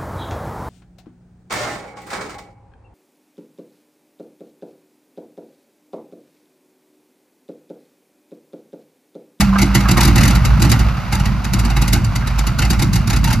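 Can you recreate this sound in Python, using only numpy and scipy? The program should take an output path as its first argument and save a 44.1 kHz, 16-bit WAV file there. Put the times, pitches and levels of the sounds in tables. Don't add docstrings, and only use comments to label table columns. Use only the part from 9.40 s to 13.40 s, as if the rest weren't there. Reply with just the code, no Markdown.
import sys
import numpy as np
from scipy import signal
from scipy.fft import rfft, irfft
from scipy.io import wavfile
from scipy.ndimage import uniform_filter1d, minimum_filter1d, map_coordinates

SR = 44100
rng = np.random.default_rng(int(sys.argv[2]) if len(sys.argv) > 2 else 0)


def digitize_waveform(pressure):
    field = np.atleast_2d(pressure).T
    bounded = np.clip(field, -1, 1)
    quanta = np.round(bounded * 32767).astype(np.int16)
    wavfile.write(sys.argv[1], SR, quanta)


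N = 176400
T = np.arange(N) / SR
FREQS = np.arange(N // 2 + 1) * SR / N
DIRECT_ONLY = np.array([[1], [0]])


def undb(db):
    return 10 ** (np.asarray(db) / 20)


def unit(x):
    return x / np.sqrt(np.mean(x ** 2))


def curve(rows, column=1):
    rows = np.array(rows)
    return np.interp(T, rows[:, 0], rows[:, column])


def over_hz(rows):
    rows = np.array(rows)
    return np.interp(np.log(FREQS + 1), np.log(rows[:, 0]), rows[:, 1])


def colour(x, spectrum):
    gain = unit(undb(over_hz(spectrum)))
    cepstrum = irfft(np.log(gain), N)
    cepstrum[1:N // 2] *= 2
    cepstrum[N // 2 + 1:] = 0
    response = irfft(np.exp(rfft(cepstrum)), N)[:N // 10]
    return signal.fftconvolve(x, response[None], axes=1)[:, :N]


def resonance(x, hz, width_hz):
    return signal.lfilter(*signal.iirpeak(hz, hz / width_hz, SR), x)


def noise():
    return rng.standard_normal((2, N))


def wander(rate_hz):
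    hold = int(SR / rate_hz)
    steps = np.repeat(rng.standard_normal(N // hold + 1), hold)
    return unit(uniform_filter1d(uniform_filter1d(steps, hold), hold)[:N])


def strikes(times, sizes):
    return np.bincount(np.clip(np.asarray(times) * SR, 0, N - 1).astype(int), sizes, N)


def fade(x, decay_s):
    return signal.lfilter([1], [1, -np.exp(-1 / (decay_s * SR))], x)


# (time [s], rate [Hz])
FIRING_RATE = [(0, 33), (.8, 41.91), (1.3, 39.9), (1.7, 34.82), (4, 35.33)]


def engine_beats(per_firing, scatter_db, jitter_s):
    count = np.floor(np.cumsum(curve(FIRING_RATE)) * per_firing / SR)
    times = T[1:][np.diff(count) > 0]
    timing, strength = rng.standard_normal((N // 100, 2))[:len(times)].T
    return strikes(times + jitter_s * timing, undb(scatter_db * strength))


# (frequency [Hz], level [dB], t60 [s])
PIPE_RESONANCES = [(112.5, 3, 0.15), (130.4, 4.5, 0.28), (190, -5.5, 0.086), (229.2, 1, 0.12),
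                   (284.9, -4.5, 0.38), (341.9, 0.5, 0.18)]
# (frequency [Hz], level [dB])
RUMBLE_SPECTRUM = [(20, -47), (30, -16), (39, 2), (55, -4), (78, 5), (90, -2.5), (108, 3), (131, 2.5),
                   (150, -0.5), (213, -4.5), (265, -14.5), (350, -22.5), (450, -44.5), (2000, -81.5)]
# (time [s], level [dB])
RUMBLE_LEVEL = [(0, -3), (.12, -24), (.6, -17.5), (.8, -13), (1.08, -17.5), (1.35, -14), (1.55, -21),
                (1.9, -17), (2.08, -19.5), (2.16, -15), (2.35, -20.5), (2.52, -19), (2.59, -15), (2.7, -18),
                (3.02, -23), (3.12, -19), (3.35, -18.5), (3.44, -14), (3.66, -18), (3.78, -14.5),
                (4, -14.5)]
# (middle [s], half length [s], dip [dB])
MISFIRE_DIPS = [(1.654, 0.09, -3), (2.021, 0.05, -4)]
# (time [s], pitch [Hz])
BOOM_PITCH = [(0, 51.7), (.3, 56.1), (1.1, 56.05), (1.3, 60), (1.7, 52), (2.1, 55.2), (2.5, 50.84),
              (3.05, 53), (3.3, 58.03), (3.5, 54), (4, 54.46)]
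# (time [s], level [dB])
BOOM_SURGES = [(0.0, -32), (0.05, -19), (0.21, -25), (0.23, -16.5), (1.07, -16), (1.14, -12), (1.18, -18.5),
               (1.49, -15), (1.54, -23), (1.74, -27), (1.79, -15), (1.97, -19), (2.04, -28.5), (2.08, -20),
               (2.15, -24), (2.19, -14), (2.55, -18.5), (2.58, -25.5), (3.05, -14), (3.16, -25),
               (3.25, -14.5), (3.54, -21.5), (3.6, -12.5), (3.69, -30), (3.75, -12.5), (3.92, -17.5),
               (4.0, -28)]


def exhaust():
    firings = engine_beats(per_firing=1, scatter_db=1.2, jitter_s=0.0015)
    chuffs = unit(noise() * fade(firings, decay_s=0.06))
    gas = unit(firings) + 1.77 * chuffs
    ring = sum(resonance(gas, hz, np.log(1000) / (np.pi * t60)) for hz, _, t60 in PIPE_RESONANCES)
    rumble = unit(colour(gas + undb(-2) * ring, RUMBLE_SPECTRUM))
    sag_db = sum(dip * np.exp(-((T - middle) / half) ** 4) for middle, half, dip in MISFIRE_DIPS)
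    rumble *= undb(curve(RUMBLE_LEVEL) + sag_db)
    boom_phase = 2 * np.pi * np.cumsum(curve(BOOM_PITCH)) / SR + 0.14 * wander(10)
    boom = unit(np.sin(boom_phase) * undb(2 * wander(30.9)))
    return rumble + boom * undb(curve(BOOM_SURGES) + 0.5) * DIRECT_ONLY


# (time [s], pitch [Hz], level [dB])
HUM_TRACK = [(0, 204.2, -11), (.1, 194.4, -18), (.3, 195.9, -17.5), (.55, 191.6, -21.5), (.7, 194.2, -19.5),
             (.85, 192, -47)]


def hum():
    tone = unit(np.sin(2 * np.pi * np.cumsum(curve(HUM_TRACK)) / SR))
    waver_db = 1.5 * wander(12)
    return tone * undb(curve(HUM_TRACK, column=2) + waver_db) * DIRECT_ONLY


# (frequency [Hz], level [dB])
CLATTER_SPECTRUM = [(100, 2), (450, -6.5), (620, 0), (850, 1.5), (1400, 4.5), (1750, -5), (2200, -4),
                    (2800, -6), (3250, -13), (4500, -12), (10000, -27), (16000, -28)]
# (time [s], level [dB])
CLATTER_LEVEL = [(0.0, -29), (0.36, -27), (4.0, -32.5)]


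def valve_clatter():
    beats = engine_beats(per_firing=2, scatter_db=4.5, jitter_s=0.0033)
    taps = unit(fade(beats, decay_s=0.015))
    clatter = unit(colour(noise() * (1 + taps), CLATTER_SPECTRUM))
    return clatter * undb(curve(CLATTER_LEVEL) + 0.2)


HISS_DECAY_S, HISS_TAIL_DB, PIPE_LAG_S = 0.0058, -10, 0.0048
# (time [s], hiss [dB], bark [dB], pipe ring [dB])
EXHAUST_POPS = [(0.0034, -8, -15, -55), (0.1836, -15, -16.5, -23.5), (0.216, -8, -17.5, -9),
                (0.3476, -7, -13.5, -9.5), (0.4022, -20.5, -22, -30), (0.484, -13, -17, -19),
                (0.5097, -10.5, -22.5, -11), (0.5705, -12, -13.5, -14), (0.605, -8.5, -18, -20),
                (0.6284, -9.5, -17, -22), (0.6483, -10.5, -23, -10.5), (0.6747, -13.5, -16.5, -12.5),
                (0.7557, -13.5, -16.5, -15), (0.7783, -12.5, -16, -32), (0.8063, -15, -15.5, -26),
                (0.8302, -12, -16.5, -15), (0.851, -14.5, -18, -23), (0.876, -11.5, -23.5, -30),
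                (0.9018, -16, -19, -22), (0.9498, -15.5, -21, -23), (1.049, -13.5, -22, -35),
                (1.1969, -22.5, -31, -23), (1.2186, -10, -22.5, -11), (1.247, -18.5, -20, -18),
                (1.2948, -13, -31, -20), (1.3144, -8.5, -15.5, -25), (1.3909, -17.5, -21.5, -22.5),
                (1.723, -15, -21.5, -26), (1.7472, -18.5, -23.5, -32), (1.7952, -23, -26, -26),
                (1.8537, -19.5, -22, -34), (2.0423, -20, -26.5, -26), (2.1328, -13, -25, -24.5),
                (2.1895, -17, -25.5, -45), (2.2479, -18.5, -25.5, -24), (2.2984, -21.5, -24, -28),
                (2.3637, -20, -19, -20), (2.4159, -14, -21, -20.5), (2.4763, -15.5, -25, -29),
                (2.5286, -7.5, -21, -18), (2.551, -27, -25, -16), (2.642, -21, -37, -45),
                (2.7543, -17.5, -27.5, -46), (2.8704, -19.5, -27, -38), (2.9853, -15.5, -24, -39),
                (3.0667, -16, -24.5, -24), (3.1865, -14, -19.5, -27), (3.218, -18, -17, -23),
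                (3.248, -20, -26, -32), (3.301, -10, -25.5, -20), (3.3269, -22.5, -21, -23),
                (3.3914, -17, -22.5, -23), (3.4198, -12.5, -22.5, -14), (3.5302, -13.5, -27, -27),
                (3.5548, -14.5, -24, -23.5), (3.672, -18, -31, -25), (3.6978, -15.5, -20, -22.5),
                (3.7286, -17.5, -19.5, -26.5), (3.7605, -16.5, -25, -40), (3.8403, -13, -22, -27),
                (3.8732, -19.5, -21, -32), (3.9026, -16.5, -18, -36), (3.9268, -13.5, -23.5, -25)]
# (frequency [Hz], level [dB])
HISS_SPECTRUM = [(800, -12), (2000, -1), (2800, -3.5), (3250, -8.5), (3900, 2), (5000, -3), (7400, 1.5),
                 (9100, -3.5), (12000, -10), (16000, -17)]
BARK_SPECTRUM = [(200, -45), (450, -6), (650, -5), (840, 4), (1050, -6), (1400, -0.5), (1720, -5.5),
                 (2100, 1), (2450, -7.5), (2750, -3), (3200, -14), (5000, -13.5), (9000, -26)]
CRACK_SPECTRUM = [(1000, -10), (4500, -6.5), (9000, -3.5), (15000, -6.5)]
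THUMP_SPECTRUM = [(24, -47), (55, -1), (90, 2), (130, 1.5), (240, -3.5), (340, -18), (440, -29.5),
                  (2000, -73.5)]


def pops():
    times, hiss_db, bark_db, _ = np.array(EXHAUST_POPS).T
    force_db = hiss_db - hiss_db.max()
    hiss = turbulence(patchy_db=7, patch_hz=280, rough_db=2.2)
    hiss *= pop_envelope(hiss_db, HISS_DECAY_S, HISS_TAIL_DB)
    bark = turbulence(patchy_db=6.5, patch_hz=157.7, rough_db=-0.5)
    bark *= pop_envelope(bark_db, decay_s=0.021, tail_db=-7.5)
    crack_db = hiss_db.max() + 1.4 * force_db
    crack = noise() * pop_envelope(crack_db, decay_s=0.0015, tail_db=-33)
    thump_power = strikes(times + PIPE_LAG_S, undb(force_db + bark_db.max()) ** 2)
    thump = noise() * np.sqrt(fade(thump_power, decay_s=0.01))
    return (undb(-10.5) * colour(hiss, HISS_SPECTRUM) + undb(-5.5) * colour(bark, BARK_SPECTRUM)
            + undb(-10) * colour(crack, CRACK_SPECTRUM) + undb(5) * colour(thump, THUMP_SPECTRUM))


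def pop_envelope(levels_db, decay_s, tail_db):
    rise_s, peak_s, hold_s, tail_s = 0.0028, 0.0033, 0.009, 0.036
    lead = SR // 50
    age = T[:N // 10] - lead / SR
    rise = np.exp(np.minimum(age - peak_s, 0) / rise_s)
    after_hold = np.maximum(age - hold_s, 0)
    fall = np.exp(-after_hold / decay_s) + undb(tail_db) * np.exp(-after_hold / tail_s)
    onsets = strikes(np.array(EXHAUST_POPS)[:, 0], undb(levels_db) ** 2)
    power = signal.fftconvolve(onsets, (rise * fall) ** 2)[lead:lead + N]
    return np.sqrt(np.maximum(power, 0))


def turbulence(patchy_db, patch_hz, rough_db):
    hz, times, frames = signal.stft(noise(), SR, nperseg=512)
    chance = rng.standard_normal((len(hz), len(times)))
    mean_firing_hz = np.mean(np.array(FIRING_RATE)[:, 1])
    grid = np.meshgrid(hz / patch_hz, times * mean_firing_hz, indexing="ij")
    patches = undb(patchy_db * map_coordinates(chance, grid, order=1, mode="mirror"))
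    patches /= np.sqrt(uniform_filter1d(patches ** 2, size=14, axis=0))
    gas = signal.istft(frames * patches, SR)[1][:, :N]
    return unit(gas * undb(rough_db * wander(650)))


def pipe_ring(level_db=-3, detune=0.022):
    out, age = np.zeros(2 * N), T[:N // 12]
    hz, db, t60 = np.array(PIPE_RESONANCES).T[:, :, None]
    swell = 1 - np.exp(-(age / PIPE_LAG_S) ** 2)
    for start, _, _, ring_db in EXHAUST_POPS:
        drift, phase = rng.standard_normal((2, len(hz), 1))
        detuned_hz = hz * (1 + detune * drift)
        modes = undb(db - 60 * age / t60) * np.sin(2 * np.pi * (detuned_hz * age + phase))
        onset = int(start * SR)
        out[onset:onset + len(age)] += undb(ring_db + level_db) * modes.sum(0) * swell
    return out[:N] * DIRECT_ONLY


# (frequency [Hz], level [dB])
HISS_PEAKS = [(2830, -0.5), (3900, -0.5), (4620, 4), (5280, -5.5)]


def hiss_ring(level_db=-16, idle_db=-38.5):
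    hiss_db = np.array(EXHAUST_POPS)[:, 1]
    hiss = noise() * (pop_envelope(hiss_db, HISS_DECAY_S, HISS_TAIL_DB) + undb(idle_db))
    peaks = sum(undb(db) * resonance(hiss, hz, width_hz=163) for hz, db in HISS_PEAKS)
    return undb(level_db) * unit(peaks) * hiss.std()


# (time [s], level [dB], pitch [ratio to the modes])
METAL_KNOCKS = [(0.129, -5.5, .95), (0.157, 0, 1), (0.454, -2.5, 1.03), (0.564, -4.5, 1),
                (0.581, -1.5, .77), (2.823, -12.5, 1)]
# (frequency [Hz], level [dB], t60 [s])
METAL_RESONANCES = [(950, -12, 0.066), (1095, -1, 0.14), (1220, 1.5, 0.08), (1290, 1, 0.057),
                    (1433, -5.5, 0.05), (1570, -2, 0.1)]


def clanks():
    out, age = np.zeros((2, N)), T[:N // 10]
    for start, knock_db, pitch in METAL_KNOCKS:
        contact = noise() * fade(strikes([start], [undb(knock_db)]), decay_s=0.0086)
        ring = sum(undb(db - 60 * age / t60) * np.sin(2 * np.pi * hz * pitch * age)
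                   for hz, db, t60 in METAL_RESONANCES)
        knock = signal.fftconvolve(contact, ring[None], axes=1)[:, :N]
        out += knock * np.linalg.norm(contact) / np.linalg.norm(knock[0])
    return 2 * undb(-20.5) * out


# (frequency [Hz], likeness [0-1])
MIC_LIKENESS = [(40, 1), (350, 0.81), (550, 0.49), (900, 0.97), (1650, 0.56), (2100, 0.97), (2850, 1),
                (3300, 0.75), (5500, 0.47), (8300, 1)]
# (frequency [Hz], left minus right [dB])
MIC_BALANCE = [(100, -2), (380, -1.5), (700, -3.5), (1300, -3.5), (2400, 0), (4400, 2.5), (15000, -0.5)]
# (frequency [Hz], lead of the left [rad])
MIC_PHASE = [(2100, 0.12), (3000, 0.74), (3300, 1.26), (4200, 0.2), (5100, 0.9), (5600, -1.5), (5950, -.4),
             (8300, -3.1), (12000, -6.3), (15400, -9.4)]


def microphone(x):
    direct, scattered = rfft(x)
    likeness = over_hz(MIC_LIKENESS)
    side = np.array([[1], [-1]])
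    ports = direct * np.sqrt((1 + likeness) / 2) + side * scattered * np.sqrt((1 - likeness) / 2)
    tilt = undb(side * over_hz(MIC_BALANCE) / 2)
    lag = np.exp(0.5j * side * over_hz(MIC_PHASE))
    return irfft(ports * tilt * lag, N)


def scene():
    return microphone(exhaust() + pops() + pipe_ring() + hiss_ring() + valve_clatter() + clanks() + hum())


def record(dry):
    ceiling, limiter_s, top_hz = 0.97, 0.003, 15700
    window = int(limiter_s * SR)
    gain = ceiling / np.maximum(np.abs(dry).max(0), ceiling)
    gain = uniform_filter1d(minimum_filter1d(gain, window), window)
    lowpass = signal.ellip(10, 0.2, 80, top_hz, fs=SR, output="sos")
    return signal.sosfilt(lowpass, dry * gain)


dry = scene()
out = record(dry)
digitize_waveform(out)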